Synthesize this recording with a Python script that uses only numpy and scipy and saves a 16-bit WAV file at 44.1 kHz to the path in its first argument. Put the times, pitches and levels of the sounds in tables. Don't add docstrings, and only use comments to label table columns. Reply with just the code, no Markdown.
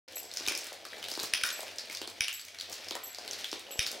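import sys
import numpy as np
from scipy import signal
from scipy.fft import rfft, irfft, next_fast_len
from scipy.io import wavfile
from scipy.ndimage import map_coordinates

SR = 44100
rng = np.random.default_rng(int(sys.argv[2]) if len(sys.argv) > 2 else 0)


def volts_from_decibels(level):
    exponent = np.asarray(level, float) / 20
    return 10 ** exponent


def unload_audio(sound):
    columns = np.transpose(np.atleast_2d(sound))
    steps = np.round(np.clip(columns, -1, 1) * 32767)
    wavfile.write(sys.argv[1], SR, steps.astype(np.int16))


N = 176400
LEAD = 60


def unit(x):
    return x / np.sqrt(np.mean(x ** 2) + 1e-20)


def along(points, hz):
    f, v = np.transpose(points)
    return np.interp(np.log(hz + 1), np.log(f + 1), v)


def wobble(rate_hz):
    knots = rng.standard_normal(int(N * rate_hz / SR) + 4)
    return map_coordinates(knots, [np.arange(N) * rate_hz / SR])


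def filtered(x, response):
    m = next_fast_len(x.shape[-1] + 4096)
    spectrum = rfft(x, m) * response(np.fft.rfftfreq(m, 1 / SR))
    return irfft(spectrum, m)[..., :x.shape[-1]]


def colour(points):
    return lambda f: volts_from_decibels(along(points, f))


def peak(c_hz, w_hz):
    return lambda f: 1j * f * w_hz / (c_hz * c_hz - f * f + 1j * f * w_hz)


def add(out, x):
    out += x[..., :out.shape[-1]]


def burst(hold_s, fall_s):
    t = np.arange(1536) / SR - .001
    after = 0.26 * np.exp(-t / 0.015)
    shape = np.exp(-np.maximum(t - hold_s, 0) / fall_s) + after
    return (t > 0) * shape * rng.uniform(-1.17, 1, len(t))


def ring(modes, scatter_db, rise_s, blur_hz):
    t = np.arange(SR // 3) / SR
    steps = rng.standard_normal((len(modes), len(t)))
    drift = np.cumsum(steps, axis=1) * np.sqrt(2 * np.pi * blur_hz / SR)
    draw = rng.standard_normal((len(modes), 2))
    x = np.zeros(len(t))
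    for (hz, db, t60_s), (level, phase), d in zip(modes, draw, drift):
        decay = volts_from_decibels(db + scatter_db * level - 60 * t / t60_s)
        x += decay * np.sin(2 * np.pi * hz * t + 2 * phase + d)
    x *= 1 - np.exp(-t / rise_s)
    return x / np.abs(x).max()


def strike(out, s, db, contact, body):
    direct = filtered(contact, body)
    clean = filtered(1. * (np.arange(len(contact)) == LEAD), body)
    send = clean * np.linalg.norm(direct) / np.linalg.norm(clean)
    gain = volts_from_decibels(db) / np.abs(direct).max()
    add(out[:, round(s * SR):][:, :len(direct)], gain * np.array([direct, send]))


def rattle(per_s, spread_db, hiss):
    levels = volts_from_decibels(spread_db * rng.standard_normal(N))
    hits = (rng.random(N) < per_s / SR) * levels * rng.choice([-1, 1], N)
    return unit(hits) + hiss * rng.standard_normal(N)


# t/s, level/dB [peak], floor thump level/dB
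QUEUE_CRASHES = [
    (0.4827, -14.5, -55),
    (1.335, -12.5, -55),
    (1.4343, -14.5, -54.5),
    (2.206, -12.5, -48),
    (3.7911, -12, -39.5),
]
# f/Hz, level/dB
PLASTIC = [(180, -19), (300, -31), (1430, 0.5), (2740, -1.5), (4170, -0.5), (5460, 0.5), (11800, -5.5),
           (16800, -11.5)]
# f/Hz, width/Hz, level/dB
CRACK_PEAKS = [(1460, 600, -12), (2410, 500, 0), (3170, 700, -2), (4210, 500, -7), (5160, 550, 1),
               (5910, 650, -2), (9680, 900, -9)]
# f/Hz, level/dB
FRAME_MODES = [(2280, -16), (2430, -19), (3300, -20), (3720, -15), (4450, -20), (5150, -19), (5900, -22),
               (9800, -25)]


def crashes():
    out, thump = np.zeros((2, N)), np.zeros(N)
    t = np.arange(2048) / SR
    floor_echo_s, frame_t60_s = .00142, .14
    frame = [(hz, db, frame_t60_s) for hz, db in FRAME_MODES]

    def slam(f):
        peaks = sum((-1) ** k * volts_from_decibels(db) * peak(hz, w_hz)(f) for k, (hz, w_hz, db) in enumerate(CRACK_PEAKS))
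        return 0.096 * volts_from_decibels(along(PLASTIC, f)) + 3 * peaks

    for s, db, thump_db in QUEUE_CRASHES:
        at, i = round(s * SR), np.arange(1536)
        hit = (i == LEAD) - .7 * (i == LEAD + round(floor_echo_s * SR))
        strike(out, s, db + 1.5, hit + .12 * burst(hold_s=.002, fall_s=.0006), slam)
        ringing = ring(frame, scatter_db=4, rise_s=0.00055, blur_hz=30.8)
        add(out[:, at:][:, :SR // 3], volts_from_decibels(db - 15) * ringing)
        push = t * np.exp(-t / 0.0024) * np.cos(2 * np.pi * 45 * t)
        add(thump[at:][:2048], volts_from_decibels(thump_db + 70) * push)
    return out, thump


# t/s, level/dB [peak], f/Hz
CLACKS = [(0.3137, -27.5, 4270), (0.3624, -30, 5400), (0.3708, -17, 5160), (0.4218, -40, 4470),
          (0.4632, -23, 3730), (0.475, -19.5, 6560), (0.5197, -22.5, 2440), (0.55, -20.5, 5240),
          (0.851, -30, 4300), (1.0269, -27, 2800), (1.084, -25, 3600), (1.114, -21.5, 4970),
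          (1.1376, -25, 4600), (1.197, -22.5, 4150), (1.2397, -22, 4300), (1.4123, -22, 2570),
          (1.4884, -24, 5870), (1.5026, -22, 3800), (1.7833, -20.5, 4730), (1.8974, -31, 2240),
          (1.9102, -31, 4700), (1.9482, -24, 4540), (2.0154, -24, 3220), (2.0742, -29.5, 4400),
          (2.2808, -20.5, 2840), (2.5455, -33, 2230), (2.5858, -30.5, 4370), (2.5983, -27.5, 4450),
        (2.609, -22.5, 4070), (2.7284, -27.5, 4700), (2.844, -33, 5260), (2.884, -28, 5170),
        (2.908, -20.5, 3650), (2.95, -32, 1900), (3.146, -28.5, 4570), (3.184, -31, 4770),
        (3.2482, -33.5, 2260), (3.2767, -26, 4060), (3.31, -22, 5700), (3.3903, -31.5, 4810),
        (3.443, -21, 3330), (3.5279, -22, 3680), (3.8277, -23.5, 3680), (3.8636, -18.5, 4540),
          (0.0833, -36, 4900), (0.1311, -38, 3170), (0.168, -30.5, 2670), (0.7277, -54, 5400),
         (0.9313, -31.5, 1950), (1.0397, -26.5, 3720), (1.05, -34, 3300), (1.1512, -26.5, 4450),
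         (1.1924, -24.5, 4130), (1.2194, -27, 4700), (1.6801, -30.5, 2910), (1.796, -29, 4600),
         (1.9707, -24, 4550), (2.2425, -24, 3800), (2.394, -31.5, 4630), (2.482, -35, 3200),
         (2.824, -44, 4730), (3.3313, -25.5, 4460), (3.4044, -32, 4730), (3.5145, -24.5, 5730),
         (3.6666, -36.5, 2980), (3.6928, -43, 3380), (3.7074, -34, 2960), (3.7216, -31, 2830)]
# t/s, level/dB [peak], f/Hz
TRAY_BLOWS = [
    (.851, -32.5, 1260),
    (1.437, -19.5, 1450),
    (1.448, -26, 1706),
    (1.466, -35, 1660),
    (1.49, -30.5, 1750),
    (2.952, -25.5, 970),
]


def clacks():
    out = np.zeros((2, N))
    for s, db, hz in CLACKS + TRAY_BLOWS:
        body = lambda f: volts_from_decibels(along(PLASTIC, f)) * (.14 + peak(hz, .2 * hz)(f))
        strike(out, s, db + .1, burst(hold_s=.0004, fall_s=.0009), body)
    return out


# t/s, level/dB [peak]
STEEL_TICKS = [(0.1224, -38.5), (0.1817, -29), (0.231, -34), (0.3372, -30.5), (0.5753, -22),
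               (0.6424, -31.5), (0.668, -32), (0.7279, -31.5), (1.174, -34), (1.2303, -25), (1.4624, -26),
               (1.4708, -28), (1.6052, -28.5), (1.6293, -32), (2.3272, -26.5), (2.4488, -35), (2.697, -34),
               (2.7374, -34), (3.9148, -24.5),
               (0.9822, -41.5), (1.026, -43), (1.085, -35), (1.1007, -29), (1.1985, -28), (1.7195, -48),
               (1.7587, -38), (1.854, -40), (1.911, -40), (1.9275, -33), (2.0152, -33), (2.0732, -35.5),
               (2.0981, -37), (2.413, -39), (2.4824, -41), (2.7147, -46), (2.7258, -30.5), (3.1692, -53),
               (3.2171, -56), (3.3814, -40), (3.388, -39), (3.464, -49), (3.474, -43), (3.485, -45),
               (3.5937, -35)]
# f/Hz, level/dB
TICK_COLOUR = [(2000, -17), (5000, 3), (8000, 1.5), (12000, -5.5), (16800, -5.5)]


def ticks():
    out = np.zeros((2, N))
    for s, db in STEEL_TICKS:
        strike(out, s, db + 1.5, burst(hold_s=.0003, fall_s=.0007), colour(TICK_COLOUR))
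    return out


# t/s, level/dB [peak]
PLATE_KNOCKS = [(0.406, -35.5), (0.476, -30.5), (0.51, -30.5), (1.118, -35), (1.175, -28.5), (1.208, -35),
                (1.235, -32), (1.898, -40), (2.015, -30), (2.076, -34.5), (2.71, -41.5), (2.911, -30),
                (3.528, -27), (3.951, -43)]
# t/s, level/dB [peak]
ARM_KNOCKS = [
    (0.169, -38.5),
    (0.72, -33.5),
    (1.084, -41),
    (1.592, -32),
    (1.631, -31.5),
    (2.952, -31),
    (3.184, -33.5),
    (3.687, -40),
    (3.707, -42),
]


def knocks():
    out = np.zeros((2, N))
    plate_hz, arms_hz = 331, 620
    push = np.pad(np.hanning(24), (44, 3000))
    for hz, rows in ((plate_hz, PLATE_KNOCKS), (arms_hz, ARM_KNOCKS)):
        def hollow(f):
            modes = peak(hz, .35 * hz)(f) + 0.23 * peak(900, 900)(f)
            return modes * (1j * f / (1j * f + 210)) ** 4 / (1 + 1j * f / 1500) ** 2

        for s, db in rows:
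            strike(out, s, db - 1, push, hollow)
    return out


# t/s, level/dB [peak]
PIN_PINGS = [
    (0.1561, -33.5),
    (1.5257, -37.5),
    (2.3352, -37.5),
    (3.0352, -36),
    (3.712, -36),
]
# f/Hz, level/dB, t60/s
PIN_MODES = [
    (7700, -3, .4),
    (7640, -14, .2),
    (12440, 0, .26),
    (12580, -7, .16),
    (12270, -10, .16),
]


def pings():
    out, t = np.zeros(N), np.arange(SR // 3) / SR
    held_s, damped_t60_s = 0.088, .06
    damped = volts_from_decibels(-60 * np.maximum(t - held_s, 0) / damped_t60_s)
    for s, db in PIN_PINGS:
        ringing = ring(PIN_MODES, scatter_db=2.5, rise_s=0.00032, blur_hz=21.6)
        add(out[round(s * SR):][:SR // 3], volts_from_decibels(db + 2.5) * damped * ringing)
    return out


# t/s [start], level/dB
QUEUE_SHUFFLES = [
    (0.18, -58),
    (.49, -35),
    (1.09, -45),
    (1.232, -33),
    (1.346, -38),
    (1.445, -38),
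    (1.919, -37),
    (2.715, -38.5),
    (3.385, -43),
    (3.869, -33.5),
]


def shuffles():
    t, swell = np.arange(N) / SR, np.zeros(N)
    rise_s, t60_s = 0.0027, 0.067
    for s, db in QUEUE_SHUFFLES:
        swell += volts_from_decibels(db - 60 * np.abs(t - s) / t60_s) * np.clip((t - s) / rise_s, 0, 1)
    bright = colour([(1500, -12), (4500, -6), (9000, -12), (16800, -17)])
    return swell * unit(filtered(rattle(per_s=750, spread_db=4.5, hiss=0.85), bright))


# t/s, rolling level/dB, gear level/dB
MACHINE_LEVELS = [(.1, -50.5, -55.5), (.28, -52, -59), (.45, -40.5, -49), (.65, -46.5, -55),
                  (.82, -52, -57.5), (0.999, -48, -54.5), (1.25, -46, -56.5), (1.5, -46.5, -56.5),
                  (1.9, -49.5, -58.5), (2.15, -51.5, -58), (2.5, -53, -67), (2.75, -48, -56),
                  (3.101, -51, -59), (3.4, -43.5, -56.5), (3.65, -51, -57), (3.9, -45, -56.5)]
# f/Hz, level/dB
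ROLL_COLOUR = [(530, -33), (900, -12), (1580, -3), (2210, -1), (4070, -2.5), (4650, -4), (5860, -12.5),
               (9000, -15), (16800, -23.5)]


def rolling():
    s, roll_db, _ = np.transpose(MACHINE_LEVELS)
    level_db = np.interp(np.arange(N) / SR, s, roll_db)
    ribs = lambda f: volts_from_decibels(along(ROLL_COLOUR, f)) * (f > 700)
    roll = unit(filtered(rattle(per_s=1000, spread_db=2.5, hiss=0.31), ribs))
    chatter = np.zeros(N)
    for hz, _ in FRAME_MODES[:-1]:
        contacts = rattle(per_s=90, spread_db=5, hiss=.3)
        chatter += volts_from_decibels(4 * wobble(15)) * filtered(contacts, peak(hz, .12 * hz))
    uneven = volts_from_decibels(2.5 * wobble(12) + 1.5 * wobble(40))
    return volts_from_decibels(level_db - 6) * (uneven * roll + .9 * unit(chatter))


# f/Hz, level/dB
GEAR_COLOUR = [(200, -8), (380, -5.5), (550, -2), (700, -2), (1500, -25)]


def gears():
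    s, _, gear_db = np.transpose(MACHINE_LEVELS)
    level_db = np.interp(np.arange(N) / SR, s, gear_db)
    housing = lambda f: volts_from_decibels(along(GEAR_COLOUR, f)) / (1 + (f / 1500) ** 4) / (1 + (195 / (f + 1)) ** 8)
    rumble = unit(filtered(rattle(per_s=110, spread_db=4, hiss=0.52), housing))
    return volts_from_decibels(level_db - 1.5 + 2 * wobble(6.01) + 2.3 * wobble(18)) * rumble


EFFORTS = [.43, 1.05, 1.22, 1.75, 1.98, 2.1, 2.65, 2.9, 3.35, 3.55]


def motor():
    t = np.arange(N) / SR
    hum_hz, effort_s, effort_db = 93.7, 0.048, -69.5
    load = sum(volts_from_decibels(effort_db) * np.exp(-.5 * ((t - at) / effort_s) ** 2) for at in EFFORTS)
    hum = np.sin(2 * np.pi * np.cumsum(hum_hz * (1 + 0.043 * wobble(3.5))) / SR)
    return (load + volts_from_decibels(-84.5 + 2.5 * wobble(14))) * hum


# f/Hz, t60/s
ROOM_T60 = [(200, 0.38), (1500, 0.42), (5000, 0.39), (15000, 0.19)]
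# delay/s, level/dB
ECHOES = [(0.0097, -9), (0.0117, -16.5), (.036, -16)]
# f/Hz, level/dB
ROOM_COLOUR = [(100, -13.5), (500, -4), (2000, -3.5), (6000, -5), (15000, -4.5)]


def room(near, send):
    out, step = np.zeros((2, N + SR)), SR // 10
    gap_s, lumps_db = .009, 2.4
    near, send = filtered(np.array([near, send]), colour(ROOM_COLOUR))
    for at in range(0, N, step):
        hz, t, z = signal.stft(rng.standard_normal((2, SR // 2)), SR, nperseg=128)
        decay = volts_from_decibels(-60 * t / along(ROOM_T60, hz)[:, None])
        lumps = volts_from_decibels(lumps_db * rng.standard_normal(len(t)))
        tail = signal.istft(z * decay * lumps, SR, nperseg=128)[1]
        tail = np.pad(tail / np.linalg.norm(tail[0]), ((0, 0), (round(gap_s * SR), 0)))
        wet = signal.fftconvolve(send[None, at:at + step], tail, axes=1)
        out[:, at:at + wet.shape[1]] += wet
    walls = sum(volts_from_decibels(db) * np.pad(near, (round(s * SR), 0))[:N] for s, db in ECHOES)
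    return out[0, :N] + walls, out[1, :N]


# f/Hz, level/dB
AIR_COLOUR = [(25, -32), (90, 6), (157, -12), (250, -3)]


def air():
    low = lambda f: volts_from_decibels(along(AIR_COLOUR, f)) * (f < 300)
    return volts_from_decibels(-75.5) * unit(filtered(rng.standard_normal((2, N)), low))


# f/Hz, side over mid
SIDE_GAIN = [(100, 0.99), (500, 0.43), (2000, 0.44), (5000, 0.23), (8000, 0.24), (14000, 0.1)]


def scene():
    crash, thump = crashes()
    near, send = crash + clacks() + ticks() + knocks() + pings() + shuffles() + rolling() + gears()
    floor = thump + motor()
    room_mid, room_side = room(near, send)
    air_mid, air_side = air()
    mid = near + room_mid + floor + air_mid
    low = np.roll(floor, 150) + air_side
    wide = filtered(1.09 * room_side + 0.43 * low, lambda f: along(SIDE_GAIN, f))
    off_centre = filtered(near, lambda f: 0.047 + 0.1 / (1 + (f / 1500) ** 4))
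    side = wide + off_centre
    return np.array([mid + side, mid - side])


def roll_off(x):
    return signal.sosfilt(signal.butter(12, 16820, fs=SR, output="sos"), x)


def record(dry):
    start_s, open_s, top_hz, above_db = 0.0781, 0.0031, 15850, -38
    opened = dry * np.clip((np.arange(N) / SR - start_s) / open_s, 0, 1)
    top = lambda f: volts_from_decibels(above_db * np.clip((f - top_hz) / 150, 0, 1))
    mix = filtered(opened, top) * (opened != 0)
    return roll_off(mix)


dry = scene()
out = record(dry)
unload_audio(out)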